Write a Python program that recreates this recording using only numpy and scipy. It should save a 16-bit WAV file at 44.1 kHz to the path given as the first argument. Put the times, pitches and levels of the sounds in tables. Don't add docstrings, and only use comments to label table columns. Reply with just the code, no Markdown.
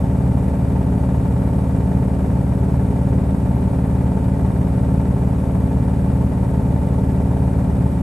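import sys
import numpy as np
from scipy import signal
from scipy.fft import irfft
from scipy.io import wavfile
from scipy.ndimage import uniform_filter1d

SR = 44100
rng = np.random.default_rng(int(sys.argv[2]) if len(sys.argv) > 2 else 0)


def digitize_waveform(pressure):
    field = np.atleast_2d(pressure).T
    bounded = np.clip(field, -1, 1)
    quanta = np.round(bounded * 32767).astype(np.int16)
    wavfile.write(sys.argv[1], SR, quanta)


N = 353682
T = np.arange(N) / SR
HZ = np.maximum(np.fft.rfftfreq(N, 1 / SR), 1)
DRUM_HZ = 18.156
ORDERS = np.arange(1, 251)
ORDER_HZ = ORDERS * DRUM_HZ


def from_db(db):
    return 10 ** (np.asarray(db) / 20)


def at_hz(points, hz):
    points = np.array(points)
    return np.interp(np.log(hz), np.log(points[:, 0]), points[:, 1])


def white_spectrum():
    return (rng.standard_normal(len(HZ)) + 1j * rng.standard_normal(len(HZ))) / np.sqrt(2)


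def drift(corner_hz):
    slow = irfft(white_spectrum() / (1 + (HZ / corner_hz) ** 2), N)
    return slow / slow.std()


def peak(hz, centre_hz, width_hz):
    return 1 / (1 + ((hz - centre_hz) / width_hz) ** 2 / 2) ** 2


# f/Hz, coherence/1
COHERENCE = [(60, .996), (130, .99), (280, .95), (450, .85), (700, .6), (1300, .62), (2500, .68),
             (5300, .48), (6500, .78), (8500, .92), (12000, .95)]
# f/Hz, phase/rad
PHASE_LEAD = [(350, 0), (700, -.55), (2000, -.4), (3100, .9), (5200, .7), (6600, .1), (7700, .8), (8800, 0),
              (9300, -1.5), (10250, -3.14), (11200, -4.9), (11800, -6.28)]
# f/Hz, level/dB
BALANCE = [(70, .1), (150, -.4), (300, .7), (700, -.6), (1500, -.1), (2800, 3.3), (5000, 2.9), (8500, 0)]

def stereo(direct, scattered, hz):
    coherence = np.clip(at_hz(COHERENCE, hz), 0, 1)
    sides = np.array([[1], [-1]])
    pair = np.sqrt((1 + coherence) / 2) * direct + sides * np.sqrt((1 - coherence) / 2) * scattered
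    return pair * from_db(sides * at_hz(BALANCE, hz) / 2) * np.exp(.5j * sides * at_hz(PHASE_LEAD, hz))


def noise(density):
    spectrum = stereo(white_spectrum(), white_spectrum(), HZ) * density
    return irfft(spectrum, N) * np.sqrt(N * SR / 2)


def noise_bands(bands, width_hz):
    power = 0
    for hz, db in bands:
        shape = peak(HZ, hz, width_hz) ** 2
        power += from_db(db) ** 2 * shape / (shape.sum() * SR / N)
    return noise(np.sqrt(power))


# f/Hz, density level/dB
HISS_SPECTRUM = [(1000, -100), (2300, -90), (3200, -93), (5000, -96), (6500, -101), (7700, -93.5),
                 (8800, -92.5), (9500, -90.5), (11300, -88.5), (11900, -101), (12500, -109)]

def hiss(rub_swell):
    return noise(from_db(at_hz(HISS_SPECTRUM, HZ))) * rub_swell ** .055


# f/Hz, rms level/dB
WHINE_LINES = [(6045, -76), (6690, -74.5), (6831, -79), (7434, -84), (7580, -73), (8489, -75), (9109, -70)]

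def drive_whine():
    return noise_bands(WHINE_LINES, width_hz=12)


# f/Hz, relative density level/dB
RUSH_SPECTRUM = [(15, -73), (42, -63), (100, -51.5), (180, -49.5), (260, -51), (300, -62.5), (365, -60.5),
                 (395, -56), (570, -61), (640, -62), (1000, -68.5), (1400, -79.5), (1900, -79),
                 (3200, -100)]

def rush(rub_swell, gain_db=-1.5, split_hz=1200):
    density = from_db(gain_db + at_hz(RUSH_SPECTRUM, HZ))
    treble_share = 1 / (1 + (split_hz / HZ) ** 4)
    bass = noise(density * np.sqrt(1 - treble_share))
    treble = noise(density * np.sqrt(treble_share))
    return bass * rub_swell ** .24 + treble * rub_swell ** .43


# position/turn, half length/turn, level/dB re the steady contact
TUB_RUBS = [(.19, 0.13, 4), (.46, 0.036, -8), (.8, 0.063, 12.5), (.96, 0.075, 3.5)]

def tub_pressure(turns, steady_db=-6):
    bumps = 0
    for position, half_length, db in TUB_RUBS:
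        distance = (turns - position + .5) % 1 - .5
        bumps += from_db(db) * np.exp(-(distance / half_length) ** 2)
    return from_db(steady_db) * (1 + bumps)


def singing_rub(rub_swell, pitch_hz=888, base_db=-42.5, evenness=.4):
    tone = noise_bands([(pitch_hz, base_db)], width_hz=25.7)
    envelope = np.sqrt(uniform_filter1d(np.mean(tone ** 2, axis=0), size=200) + 1e-12)
    evened = tone / envelope ** evenness
    return evened * tone.std() / evened.std() * rub_swell


def ring(impulses, hz, t60_s):
    radius, angle = from_db(-60 / (t60_s * SR)), 2 * np.pi * hz / SR
    return signal.lfilter([0, np.sin(angle)], [1, -2 * radius * np.cos(angle), radius ** 2],
                          impulses + 1e-18)


# position/turn, level/dB, spectral tilt/(dB per octave)
TURN_TAPS = [(.03, 0, 10.5), (.27, -12, 1), (.46, -10, -2), (.785, -7.5, -6), (.86, -2, -4)]
# f/Hz, relative peak level/dB
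LOOSE_MODES = [(1020, -49.5), (1252, -47), (1690, -47.5), (1926, -50), (2360, -54.5), (2880, -60.5),
               (3604, -63), (4660, -78), (5600, -75.5), (8030, -73)]

def loose_part(turns, jitter_s=.00005, spread_db=2.0, pivot_hz=2220):
    taps = [(lap + position, db, tilt)
            for lap in range(int(turns[-1]) + 1) for position, db, tilt in TURN_TAPS]
    tap_turn, tap_db, tilt = np.transpose(taps)
    late, force = rng.standard_normal((len(taps), 2)).T
    onset_s = np.interp(tap_turn, turns, T, right=-1) + jitter_s * late
    onset = np.round(onset_s * SR).astype(int)
    inside = (onset >= 0) & (onset < N)
    ticks = np.zeros((2, N))
    for hz, mode_db in LOOSE_MODES:
        level_db = mode_db + tap_db + tilt * np.log2(hz / pivot_hz) + spread_db * force
        impulses = np.zeros(N)
        impulses[onset[inside]] = from_db(level_db[inside])
        pan = from_db(np.array([[1], [-1]]) * at_hz(BALANCE, hz) / 2)
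        ticks += ring(impulses, hz, t60_s=.028) * pan
    return ticks


# f/Hz, rms level/dB
MOTOR_HUMS = [(28.8, -49), (65.0, -34.5), (78.7, -40), (100.1, -49), (105.3, -37.5), (205.9, -41)]

def motor(turns, drone_hz=187.8, drone_db=-26, throb=.18, waver_cycles=.051):
    tones = from_db(drone_db) * np.sin(2 * np.pi * (drone_hz * T + waver_cycles * drift(1.0)))
    tones *= 1 + throb * np.cos(2 * np.pi * (turns - .75))
    for hz, db in MOTOR_HUMS:
        cycles = hz * T + rng.random() + waver_cycles * drift(.73)
        tones += from_db(db) * np.sin(2 * np.pi * cycles)
    return np.sqrt(2) * tones


def random_phases():
    return np.exp(2j * np.pi * rng.random(len(ORDERS)))


def play_orders(amplitudes, turns, size=8192):
    periods = irfft(np.pad(amplitudes, ((0, 0), (1, 0))), size) * size / np.sqrt(2)
    return np.array([np.interp(turns % 1, np.arange(size) / size, side, period=1) for side in periods])


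# f/Hz, relative density level/dB
BUZZ_SPECTRUM = [(330, -72), (460, -64.5), (600, -64.5), (700, -68), (900, -71.5), (1100, -82.5),
                 (1400, -80), (1850, -97), (2500, -91), (3100, -100), (4500, -110)]
# f/Hz, width/Hz, relative level/dB
PANEL_MODES = [(345, 23.5, -49), (402.3, 26, -42), (567.4, 13, -42), (617, 6.2, -52.5), (672, 7, -45.5),
               (897, 20, -51), (1107, 8, -57.5), (1453, 6.7, -66), (1580, 11, -61.5)]
KNOCK_TOP_HZ = 318

def panel_buzz(turns, rub_swell, uneven_db=4.5, gain_db=.18):
    density_db = at_hz(BUZZ_SPECTRUM, ORDER_HZ) + rng.normal(0, uneven_db, len(ORDERS))
    broad = from_db(density_db) * np.sqrt(DRUM_HZ) * (ORDER_HZ >= KNOCK_TOP_HZ)
    lifted = sum(from_db(db) * peak(ORDER_HZ, hz, width) for hz, width, db in PANEL_MODES)
    amplitudes = stereo(random_phases(), random_phases(), ORDER_HZ) * np.hypot(broad, lifted)
    return play_orders(amplitudes, turns) * from_db(gain_db) * rub_swell ** .084


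# position/turn, level/dB
TUB_KNOCKS = [(.068, -5.2), (.228, -13.6), (.416, 0), (.659, -10.1)]
# f/Hz, gain for a knock/dB, rms level stirred by the rush/dB
CABINET_MODES = [(72.5, -21.5, -41), (122.45, -18.5, -31), (172.04, -20.5, -41), (234.4, -27, -48),
                 (270.3, -32, -53.5), (381.4, -9, -54)]

def cabinet_hum(turns, width_hz=9, waver_db=.51):
    force = sum(from_db(db) * np.exp(-2j * np.pi * ORDERS * position) for position, db in TUB_KNOCKS)
    force *= ORDER_HZ < KNOCK_TOP_HZ
    response = sum(from_db(db) / (1 + 1j * (ORDER_HZ ** 2 - hz ** 2) / (ORDER_HZ * width_hz))
                   for hz, db, _ in CABINET_MODES)
    hum = play_orders(stereo(.99, random_phases(), ORDER_HZ) * force * response, turns)
    boom = noise_bands([(hz, db) for hz, _, db in CABINET_MODES], width_hz)
    return hum * from_db(waver_db * drift(15)) + boom


def scene(wander_turns=.0022, buzz_flutter_db=.5, noise_flutter_db=.65):
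    turns = DRUM_HZ * T + wander_turns * drift(.36)
    rub_swell = tub_pressure(turns)
    shake = drift(38)
    buzz = panel_buzz(turns, rub_swell) * from_db(buzz_flutter_db * shake)
    rush_and_rub = (rush(rub_swell) + singing_rub(rub_swell)) * from_db(noise_flutter_db * shake)
    background = hiss(rub_swell) + drive_whine() + rush_and_rub
    return background + loose_part(turns) + motor(turns) + buzz + cabinet_hum(turns)


def record(dry, fade_s=.004, cutoff_hz=12600):
    fades = np.clip(np.minimum(T, T[-1] - T) / fade_s, 0, 1)
    return signal.sosfilt(signal.ellip(10, .1, 80, cutoff_hz, fs=SR, output="sos"), dry * fades)


dry = scene()
out = record(dry)
digitize_waveform(out)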